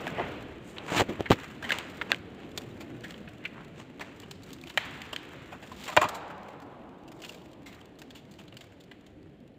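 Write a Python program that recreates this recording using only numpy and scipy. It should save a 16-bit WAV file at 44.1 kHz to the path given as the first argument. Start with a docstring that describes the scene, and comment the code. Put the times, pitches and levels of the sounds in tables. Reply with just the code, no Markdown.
"""Walking through dry stalks

Someone pushes through dry grass and dead stalks at night, beside a hard wall.
Stalks crackle and snap, and one thick hollow stalk breaks: bursts of tiny fractures, filtered to ring.
Shoes scuff and thud in the same way; blades swish and rustle as grains of noise that swell and fade.
A long dull echo, made from the sound's stored energy, lies over a low outdoor rumble of filtered noise."""
import sys
import numpy as np
from scipy import signal
from scipy.fft import rfft, irfft, next_fast_len
from scipy.io import wavfile
from scipy.ndimage import uniform_filter1d, map_coordinates

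SR = 44100
rng = np.random.default_rng(int(sys.argv[2]) if len(sys.argv) > 2 else 0)


def wav_out(sig):
    """Save sig, one row per channel (or a flat mono array), as 16-bit PCM at SR to the path in sys.argv[1]."""
    wavfile.write(sys.argv[1], SR, np.round(np.clip(np.atleast_2d(sig).T, -1, 1) * 32767).astype(np.int16))


N = 422478  # length of the scene in samples
HIT = np.arange(8192) / SR  # time axis of one short hit, in seconds
HIT_HZ = np.fft.rfftfreq(len(HIT), 1 / SR)

# Thin stalks snapping, from loud cracks to faint ticks that stand out in quiet moments.
# Each row: start in seconds, level in dB, ring in Hz, body in dB against the ring,
# splinters in dB against the ring (both before a small trim), tearing time in seconds.
THIN_SNAPS = [(0.0689, -36, 2030, -0.5, -18, 0.0094), (0.077, -35.5, 1700, -15, -15.5, 0.021),
              (0.765, -46.5, 1900, -18, -24, 0.048), (0.783, -38, 3950, -9, -24, 0.016),
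              (1.2234, -57, 3400, -15, -7, .0074), (1.258, -33, 1770, -10.5, -31, 0.047),
              (1.6256, -38, 1740, -6, -13.5, 0.036), (1.6376, -33, 1740, -9, -17, 0.11),
              (1.693, -31.5, 1800, -26, -15, 0.037), (1.7058, -24, 1660, -25, -21, 0.0056),
              (1.7194, -23.5, 1950, -15, -16, 0.034), (1.7863, -37.5, 2350, -19, -3, 0.0095),
              (2.014, -27.5, 1380, -27, -43, 0.028), (2.118, -19, 2600, -13.5, -18.5, 0.0036),
              (2.125, -30.5, 1650, -17, -38, 0.028), (2.1456, -35.5, 2920, -22, -18, 0.0058),
              (2.576, -34, 3440, -9, -3, 0.029), (2.804, -44.5, 2420, -2.5, -6.5, 0.076),
              (3.0344, -38, 1760, -12, -14, .11), (3.1074, -45.5, 3160, -12, -7, 0.02),
              (3.1422, -47.5, 3120, -13, -25, 0.012), (3.2767, -45, 1520, -18, -34, 0.031),
              (3.452, -30, 2190, -24, -27, 0.039), (3.996, -48.5, 3000, 2, -11, 0.025),
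              (4.007, -36.5, 2330, -5, -13, 0.071), (4.201, -62, 2490, -7, 9, .01),
              (4.232, -49.5, 2900, -7, -19, .041), (4.3118, -44.5, 2800, -7, -1.5, .022),
              (4.4334, -60, 2280, -6, 5, .036), (4.478, -59.5, 2780, -4, 0, 0.15),
              (4.5056, -52.5, 2780, -6, -5, 0.013), (4.531, -52.5, 2770, -4, 4, .027),
              (4.6379, -45.5, 2600, -13, -12, 0.018), (4.6727, -46.5, 2800, -11, -12, 0.023),
              (4.701, -46, 2600, -5, -11, 0.028), (4.7747, -19.5, 1890, -8.5, -18.5, 0.023),
              (4.8488, -41, 1280, -6, -12.5, .065), (4.9343, -49, 1740, -3, -10, .093),
              (5.018, -40.5, 3160, -15, -11, 0.016), (5.13, -34.5, 3100, -5, -12, 0.034),
              (5.1624, -32, 3100, -22, -16, 0.014), (5.52, -42, 1450, 2, -16, 0.092),
              (5.6233, -44.5, 1700, -3, -13, 0.1), (6.088, -39, 1260, -15, -1.5, 0.032),
              (6.1446, -40.5, 1300, -1, -4, 0.079), (6.3016, -41, 1340, -6, -21, 0.051),
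              (6.485, -49.5, 1290, -2, -11, .031), (6.619, -55.5, 1540, 4, -7, 0.049),
              (7.0788, -54.5, 2680, -7, -6, 0.036), (7.1178, -53.5, 1320, -7, -5, .031),
              (7.2194, -46.5, 4270, -12, -5, 0.037), (7.237, -43, 2640, -13, -15, 0.032),
              (7.2477, -42, 3300, -10, -9, 0.035), (7.2933, -41, 2740, -21, -10, .019),
              (7.346, -53, 2490, -1, -4, 0.028), (7.6578, -45, 2200, -7, -6, 0.15),
              (7.7276, -56, 2550, -18, -4, 0.033), (7.813, -55, 3140, -4, -10, .016),
              (7.9885, -59, 1600, -7, 3.5, 0.046), (8.018, -48, 1770, -5, -5.5, 0.024),
              (8.106, -47.5, 3400, -13, -10.5, 0.028), (8.1478, -47, 2680, -9, -7, .13),
              (8.3114, -61.5, 2960, -3, 2, 0.052), (8.339, -57, 4200, -12, -8, .022),
              (8.385, -49, 2900, -4, -8, 0.1), (8.48, -53, 3250, -14, -12, .029),
              (8.525, -52, 2940, -6, -19, 0.021), (8.569, -44, 4660, -21, -10, 0.027),
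              (8.609, -48, 3080, -9.5, -8, 0.033), (8.8067, -55.5, 3280, -10.5, -6.5, 0.034),
              (8.914, -47, 2000, -8, -17.5, 0.036), (9.065, -62, 2560, -9, -2.5, .039)]
# Tone of a thin stalk's woody body. Each row: frequency in Hz, relative level in dB.
BODY_TONE = [(100, -35.5), (380, -15), (620, 1.5), (950, 1.5), (1400, -4.5), (3000, -52), (9000, -86)]


def snaps():
    """Each thin stalk rings briefly at its own pitch, with a woody body and bright splinters."""
    out = np.zeros(N)
    for s, db, hz, body_db, splinter_db, t60 in THIN_SNAPS:
        run = tear(t60, first=1.47)
        ring = amp(-0.72) * stalk(run, hz)
        body = amp(body_db + 0.5) * blow(colour(run, BODY_TONE))
        splinters = amp(splinter_db + 1.2) * splinter(run)
        add(out, s, amp(db) * (ring + body + splinters))
    return out


# Broad tone of a dry stalk, before its rings. Each row: frequency in Hz, relative level in dB.
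STALK_TONE = [(400, -13.5), (1000, -3), (1600, 3.5), (3100, 8), (4200, 1), (5500, -12.5), (9000, -49),
              (16000, -55)]


def stalk(run, hz):
    """A thin stalk's answer: a main ring, fading to both sides, and weaker rings that differ each time."""
    other_hz = hz * 2 ** rng.uniform(-.8, 1, 4)
    others = [(ring_hz, .12 * hz, 5) for ring_hz in other_hz]
    main = [(hz, 0.23 * hz, 9), (hz, 2.0 * hz, 10)]
    soft_top = (3.1 * hz, 2.1 * hz, -7)  # thicker stalks are duller
    return blow(colour(run, STALK_TONE, main + [soft_top] + others))


# Bright tone of splintering fibres. Each row: frequency in Hz, relative level in dB.
SPLINTER_TONE = [(1500, -17), (3500, 8), (5200, -1), (6300, -3), (7300, 3), (8600, -7.5), (10500, -13.5),
                 (12500, -14), (14200, -4), (16000, -14.5)]


def splinter(run):
    """The bright part of a fracture, with gentle chance resonances spread over the treble."""
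    centres = np.linspace(4500, 14500, 6) + rng.uniform(-800, 800, 6)
    return blow(colour(run, SPLINTER_TONE, [(hz, 600, 5) for hz in centres]))


# The thick hollow stalk giving way. Each row: start in seconds, level in dB, thud in dB against
# the wood, splinters in dB against the wood (both before a trim), tearing time in seconds.
THICK_BREAKS = [(5.717, -40.5, -24.5, -20.5, 0.028), (5.878, -31.5, -13, -10.5, 0.085),
                (5.926, -38, -18, -16, 0.051), (5.966, -18.5, -15, -12, 0.022),
                (5.972, -11, -15, -33, 0.026), (6.015, -20.5, -40.5, -16.5, 0.042),
                (6.024, -21.5, -25, -20, 0.054), (6.039, -23.5, -7.5, -22, 0.049),
                (6.051, -32.5, -1, -40, 0.054)]
# Resonances of the hollow tube. Each row: frequency in Hz, width in Hz, strength in dB
# (widths and strengths are rescaled below).
TUBE_RINGS = [(614, 15.3, 8.5), (751, 32, 6), (1010, 40, -3.5), (1208, 10, -3), (1894, 18, -11),
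              (1970, 76, -30), (2410, 17, -8.5), (2820, 43, -14), (3350, 55, -26), (7200, 180, -42.5)]
# Broad tone of the thick wood. Each row: frequency in Hz, relative level in dB.
WOOD_TONE = [(150, -58), (300, -11), (420, -12), (600, -7.5), (1100, -1.5), (1600, -11), (2600, -14.5),
             (4500, -24.5), (9000, -62.5), (16000, -63.5)]
# Tone of a jolt to the ground. Each row: frequency in Hz, relative level in dB.
THUD_TONE = [(20, -39), (50, -11), (100, 3), (170, 0.5), (260, -8.5), (420, -6.5), (1000, -52.5),
             (5000, -86.5)]


def breaks():
    """The thick stalk tears in stages, each ringing the same hollow tube and jolting the ground."""
    out = np.zeros(N)
    # broad rings of more even strength
    tube = [(hz, 2.3 * width, 8.5 + .25 * db) for hz, width, db in TUBE_RINGS]
    for s, db, thud_db, splinter_db, t60 in THICK_BREAKS:
        wood = amp(-1.0) * blow(colour(tear(t60, first=1.0), WOOD_TONE, tube))
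        thud = amp(thud_db - 6.0) * blow(colour(tear(t60, first=0.49), THUD_TONE))
        crack = tear(0.58 * t60, first=0.56)  # the hard skin splits faster than the pith
        skin = amp(splinter_db + 5.5) * blow(colour(crack, STALK_TONE))
        bright = blow(colour(crack, SPLINTER_TONE, [(7140, 400, 7.1)]))
        splinters = amp(splinter_db + 2.0) * bright
        add(out, s, amp(db) * (wood + thud + skin + splinters))
    return out


# Shoes landing and scuffing. Each row: start in seconds, level in dB, knock in Hz, thud in dB
# against the knock, grit in dB against the knock (both before a trim), sounding time in seconds.
SHOE_STEPS = [(0.184, -30, 500, -35, -24, 0.078), (0.194, -28, 497, -30, -28, .1),
              (0.92, -32, 228, -11, -9, .047), (0.972, -32, 308, 7, 11, 0.12),
              (0.997, -25, 880, 3, -5, 0.062), (1.017, -24.5, 279, -5, -9, 0.039),
              (1.087, -29, 240, 0, -10.5, 0.12), (1.195, -32.5, 345, 4, -14, 0.069),
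              (1.207, -26.5, 333, -15, -11.5, 0.012), (1.303, -27.5, 200, 6.5, -3, 0.031),
              (1.308, -15, 310, 4, -11, 0.0047), (1.316, -20, 860, -25, -3, 0.038),
              (1.325, -26.5, 222, 3, -1, 0.06)]
# Tone of crushed grit and straw. Each row: frequency in Hz, relative level in dB.
GRIT_TONE = [(300, -19), (900, 5.5), (1900, 13.5), (3200, 12), (5200, -2.5), (7300, -2.5), (10500, -22),
             (14500, -10)]


def steps():
    """A sole pushes on the ground, knocks, and crushes grit and straw."""
    out = np.zeros(N)
    for s, db, hz, thud_db, grit_db, t60 in SHOE_STEPS:
        push = tear(t60, first=4.6)
        knock_tone = [(hz / 4, -20), (hz, 0), (2.22 * hz, -10), (7 * hz, -38), (25 * hz, -75)]
        knock = amp(2.0) * blow(colour(push, knock_tone))
        thud = amp(thud_db - 7.5) * blow(colour(push, THUD_TONE))
        grit = amp(grit_db - 2.5) * blow(colour(tear(0.81 * t60, first=1.9), GRIT_TONE))
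        add(out, s, amp(db) * (knock + thud + grit))
    return out


# Blades sweeping past a leg. Each row: peak in seconds, level in dB, seconds to rise by 60 dB,
# seconds to fall by 60 dB, ring in Hz, ring strength in dB.
BLADE_SWISHES = [(0.201, -36, 0.29, 0.31, 1935, 23), (0.68, -54.5, 0.19, 0.6, 11100, 25),
                 (0.893, -37.5, 0.066, .2, 1900, 15), (0.965, -25, 0.25, 0.13, 2880, -3),
                 (1.003, -20, 0.11, 0.071, 900, 0.5), (1.727, -34, 0.27, .45, 2200, 4),
                 (2.105, -35.5, .05, 0.18, 2580, 4.5), (2.43, -53, 0.41, .3, 2740, 13),
                 (3.448, -46, 0.13, 0.088, 2310, 31), (3.59, -48, .3, .27, 1480, 19),
                 (3.801, -45, .17, 0.14, 3480, -1), (4.019, -49.5, .054, 0.84, 2000, 8),
                 (5.87, -45.5, 0.69, 1, 3600, 12)]
# Broad tone of sliding blades. Each row: frequency in Hz, relative level in dB.
BLADE_TONE = [(30, -34), (120, -1), (900, 2), (1400, -3), (2800, -4), (4000, -11), (5300, -19), (7300, -14),
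              (10500, -35), (12500, -35), (14500, -28), (16000, -36)]


def swishes():
    """Blades brush along the leg, swelling and fading; each tuft has its own pitch."""
    out = np.zeros(N)
    t = np.arange(-SR // 5, 2 * SR // 5) / SR  # seconds around the peak
    stutter = amp(2.8 * wobble(350))
    for s, db, rise, fall, hz, ring_db in BLADE_SWISHES:
        force = amp(db - 60 * np.maximum(-t / rise, t / fall))
        grains = fibres(len(t), rate=11000, spread_db=4.0)
        grains = grains * stutter[round(s * SR):][:len(t)]
        add(out, s + t[0], force * unit(colour(grains, BLADE_TONE, [(hz, 1.4 * hz, ring_db)])))
    return out


# Pushes through the grass. Each row: peak in seconds, rustle in dB, crackle in dB (both before
# a trim), seconds to rise by 60 dB, seconds to fall by 60 dB.
GRASS_PUSHES = [(0.05, -51, -64, .8, 1.5), (0.331, -48, -70.5, 1.2, 1.4), (1.13, -46, -69, 1, 1.2),
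                (1.41, -44.5, -65, 0.62, 1.1), (1.981, -51, -63.5, .7, .6), (2.6, -57, -65, .4, .9),
                (3.101, -51, -68, .7, 1.1), (4.22, -53.5, -71, .5, .6), (4.501, -54, -68.5, 0.54, .5),
                (4.7, -55, -64, .5, .7), (4.95, -47.5, -66.5, 0.83, 2.5), (5.399, -50, -72, 0.56, .7),
                (5.85, -57, -55, .7, 1), (6.5, -59.5, -80.5, .8, .8), (7.261, -55, -60, .4, .8),
                (7.732, -55, -74, .3, .9), (8.36, -69, -77, .5, .6), (8.63, -66, -75.5, .5, .7),
                (9.02, -66, -82.5, .5, .6)]
# Light contact with the grass, dying down as the walker comes to rest.
# Each row: time in seconds, rustle in dB before a trim.
LIGHT_CONTACT = [(0, -57), (0.65, -62), (1.8, -55), (2.4, -58.5), (3.4, -57), (4.4, -63), (5.5, -57),
                 (6.9, -65.5), (8.5, -64), (9.58, -70)]
CONTACT_CRACKLE_DB = -23.5  # crackle gain of light contact against its rustle gain


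def pressure():
    """Gains of the rustle and the crackle: every push swells and fades on top of the light contact."""
    rustle = amp(curves(LIGHT_CONTACT)[0]) ** 2
    crackle = rustle * amp(CONTACT_CRACKLE_DB) ** 2
    for s, rustle_db, crackle_db, rise, fall in GRASS_PUSHES:
        power = swell(s, rise, fall) ** 2
        rustle = rustle + amp(rustle_db) ** 2 * power
        crackle = crackle + amp(crackle_db) ** 2 * power
    return np.sqrt(rustle), np.sqrt(crackle)


TICK_DB, TICK_SPREAD_DB = -66.5, 9  # a weak tick under average brushing; the strongest above the weakest
TICK_FOLLOWS, TICK_CROWDING = .5, .35  # power of the crackle that sets the ticks' size, and their rate


def ticks(crackle_gain):
    """Bent blades give many small snaps, louder and closer together the harder they are brushed."""
    out = np.zeros(N)
    force = crackle_gain / np.exp(np.mean(np.log(crackle_gain)))  # 1 at average brushing
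    due = np.cumsum(force ** TICK_CROWDING)
    draws = rng.random((220, 5))  # one row per tick
    for k, (when, size, pitch, bright, life) in enumerate(draws):
        at = min(np.searchsorted(due, due[-1] * (k + when) / len(draws)), N - 1)
        run = tear(.008 + .03 * life, first=1.5)
        tick = stalk(run, 2100 * 2 ** pitch) + amp(-11 + 12 * bright) * splinter(run)
        gain = amp(TICK_DB + TICK_SPREAD_DB * size ** 2) * force[at] ** TICK_FOLLOWS
        add(out, at / SR, gain * tick)
    return out


# Tone of rubbing dry blades. Each row: frequency in Hz, relative level in dB.
RUSTLE_TONE = [(400, -15), (1000, 1.5), (1800, 3), (3000, -1), (4200, -9.5), (5500, -26.5), (7300, -17),
               (10000, -40), (16000, -49.5)]
# Tone of litter under the soles. Each row: frequency in Hz, relative level in dB.
LITTER_TONE = [(150, -22.5), (450, -2), (900, -9.5), (1500, -12.5), (3000, -15), (9000, -62.5)]
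# Soles dragging through the litter. Each row: peak in seconds, level in dB before a trim,
# seconds to rise by 60 dB, seconds to fall by 60 dB.
SOLE_DRAGS = [(0.02, -38.5, 0.66, 2.6), (0.27, -45, 0.75, 0.84), (0.8, -44, 0.22, 1.2),
              (1.22, -51, 0.74, 1.1), (2.079, -45, 0.54, 0.5), (2.6, -50.5, .8, 1.3)]


def brushing(rustle_gain, crackle_gain):
    """Dry blades rub and crackle in small clumps; soles drag through the litter."""
    clumps = amp(2.2 * wobble(45) + 3.5 * wobble(200))
    grains = fibres(N, rate=2600, spread_db=2.5) * clumps
    crackle = crackle_gain * amp(5.5) * unit(colour(grains, SPLINTER_TONE))
    rubbing = hiss(RUSTLE_TONE) + 1.03 * unit(colour(grains, RUSTLE_TONE))
    rustle = rustle_gain * amp(-5.0) * rubbing
    drag = sum(amp(db - 3.0) * swell(s, rise, fall) for s, db, rise, fall in SOLE_DRAGS)
    return crackle + rustle + drag * hiss(LITTER_TONE)


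# How much sound is sent into the echo; sounds close by are drier.
# Each row: time in seconds, send level in dB.
ECHO_SEND = [(0, -18), (1.0, -66), (1.7, -8), (2.15, -29.5), (3.4, -10), (4.8, -6.5), (6.0, -11.5),
             (9.5, -4.5)]
# How long the slow part of the echo lasts. Each row: frequency in Hz, seconds to fall by 60 dB.
WALL_DECAY = [(100, 1.5), (400, 18), (800, 5.9), (2000, 2.46), (3500, 2.2), (6000, 1.1), (12000, .3)]


def walls(x):
    """A diffuse echo: each band stores the sound's energy and lets it go, quickly nearby and slowly far off."""
    hz, t, z = signal.stft(x * amp(curves(ECHO_SEND)[0]), SR, nperseg=256)
    energy = uniform_filter1d(np.abs(z) ** 2, size=5, axis=0)
    energy = uniform_filter1d(energy, size=3, axis=0)
    keep = amp(-120 * t[1] / along(WALL_DECAY, hz))  # share of the energy left after one step

    def store(shares):
        """Fill each band's energy store and let it leak."""
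        bands = zip(shares, energy)
        return np.array([signal.lfilter([0, 1 - k], [1, -k], band) for k, band in bands])

    stored = 0.22 * store(keep) + 0.37 * store(keep ** 3)  # slow part, then one three times as fast
    tone_db = [(100, -15.5), (400, -0.5), (800, 3.5), (1300, -0.5),
               (2000, -1.5), (3200, -2), (5000, 0.5), (12000, -4.5)]
    tone = amp(along(tone_db, hz))[:, None]
    scatter = signal.stft(rng.standard_normal(N), nperseg=256)[2]
    echo = scatter / np.std(scatter) * tone * np.sqrt(np.abs(stored))
    return signal.istft(echo, nperseg=256)[1][:N]


# Loudness of the rumble over time. Each row: time in seconds, level in dB before a trim.
RUMBLE_LEVEL = [(0.0, -45.5), (0.21, -42), (0.64, -50), (1.17, -47), (1.41, -48), (2.94, -46.5),
                (3.66, -50), (6.86, -52), (9.58, -55.5)]
# Tone of the rumble. Each row: frequency in Hz, relative level in dB.
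OUTDOOR_TONE = [(20, -31), (40, -11), (80, -1), (140, 1), (300, 1.5), (480, -6), (750, -13.5), (1200, -33),
                (3000, -27), (6000, -46.5), (15000, -54)]


def outdoors():
    """A low, lumpy rumble whose bands waver on their own."""
    level_db, = curves(RUMBLE_LEVEL)
    z = signal.stft(hiss(OUTDOOR_TONE), nperseg=4096)[2]
    patches = uniform_filter1d(rng.standard_normal(z.shape), 4, axis=0)
    patches = unit(uniform_filter1d(patches, 3, axis=1))
    rumble = signal.istft(z * amp(2.55 * patches), nperseg=4096)[1][:N]
    return amp(level_db + 2.0) * unit(rumble)


def fibres(count, rate, spread_db):
    """Tiny fractures of uneven size at random moments, rate a second."""
    breaking = rng.random(count) < rate / SR
    sign = rng.choice([-1, 1], count)
    return breaking * sign * amp(spread_db * rng.standard_normal(count))


def tear(t60, first):
    """One fracture, then a run of fibres that swells and dies; a slower tear has a weaker first fracture."""
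    age = HIT / max(t60, .004)
    run = fibres(len(HIT), rate=9000, spread_db=0.5) * amp(-60 * age) * (1 - np.exp(-age / 0.06))
    run /= np.linalg.norm(run) + 1e-12
    run[0] += first * np.exp(-max(t60, 0) / 0.033)
    return run


def swell(s, rise, fall):
    """Gain over the whole scene: up 60 dB in rise seconds to a peak at s, down 60 dB in fall seconds."""
    t = np.arange(N) / SR - s
    return amp(-60 * np.minimum(np.maximum(-t / rise, t / fall), 2))  # never below -120 dB


def wobble(rate):
    """A smooth random curve, rate knots a second."""
    knots = rng.standard_normal(int(N * rate / SR) + 4)
    return map_coordinates(knots, [np.arange(N) * rate / SR])


def hiss(spectrum):
    """Coloured noise of rms 1."""
    return unit(filtered(rng.standard_normal(N), lambda hz: amp(along(spectrum, hz))))


def colour(x, spectrum, rings=()):
    """Filter that never sounds early: a broad spectrum raised by resonances (Hz, width in Hz, dB)."""
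    gain_db = along(spectrum, HIT_HZ)
    gain_db = gain_db + sum(db / (1 + (2 * (HIT_HZ - hz) / width) ** 2) for hz, width, db in rings)
    # folding the cepstrum packs the response right after its start (minimum phase)
    cepstrum = irfft(gain_db * np.log(10) / 20)
    fold = 1 + np.sign(len(HIT) // 2 - np.arange(len(HIT)))
    fold[0] = 1
    response = irfft(np.exp(rfft(cepstrum * fold)))
    return signal.fftconvolve(x, response)[:len(x)]


def filtered(x, response):
    """x times a response of frequency."""
    m = next_fast_len(N + SR // 2)
    return irfft(rfft(x, m) * response(np.fft.rfftfreq(m, 1 / SR)), m)[:N]


def along(points, hz):
    """Read (Hz, value) points on a log frequency axis."""
    f, v = np.transpose(points)
    return np.interp(np.log(hz + 1), np.log(f + 1), v)


def curves(rows):
    """One value per sample for each column after the time."""
    s, *cols = np.transpose(rows)
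    return [np.interp(np.arange(N) / SR, s, c) for c in cols]


def add(track, s, sound):
    """Mix a sound in at s seconds."""
    start = max(round(s * SR), 0)
    track[start:start + len(sound)] += sound[:N - start]


def blow(x):
    """Scale to the energy of 10 ms at rms 1."""
    return x * np.sqrt(SR / 100) / (np.linalg.norm(x) + 1e-12)


def unit(x):
    """Scale to rms 1."""
    return x / np.sqrt(np.mean(x ** 2) + 1e-20)


def amp(db):
    """Decibels to gain."""
    return 10 ** (np.asarray(db) / 20)


def scene():
    """The stalks and steps, their echo, the brushed grass and the night around them."""
    rustle_gain, crackle_gain = pressure()
    near = snaps() + breaks() + steps() + swishes()
    grass = ticks(crackle_gain) + brushing(rustle_gain, crackle_gain)
    return (near + walls(near) + grass + outdoors())[None]


TOP_HZ = 15600  # upper band limit


def record(dry):
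    """A soft limit rounds off the tallest peaks, and a steep filter cuts what lies above the band limit."""
    rounded = dry[0] / (1 + (dry[0] / .85) ** 4) ** .25
    return filtered(rounded, lambda hz: 1 / (1 + (hz / TOP_HZ) ** 120))[None]


dry = scene()
out = record(dry)
wav_out(out)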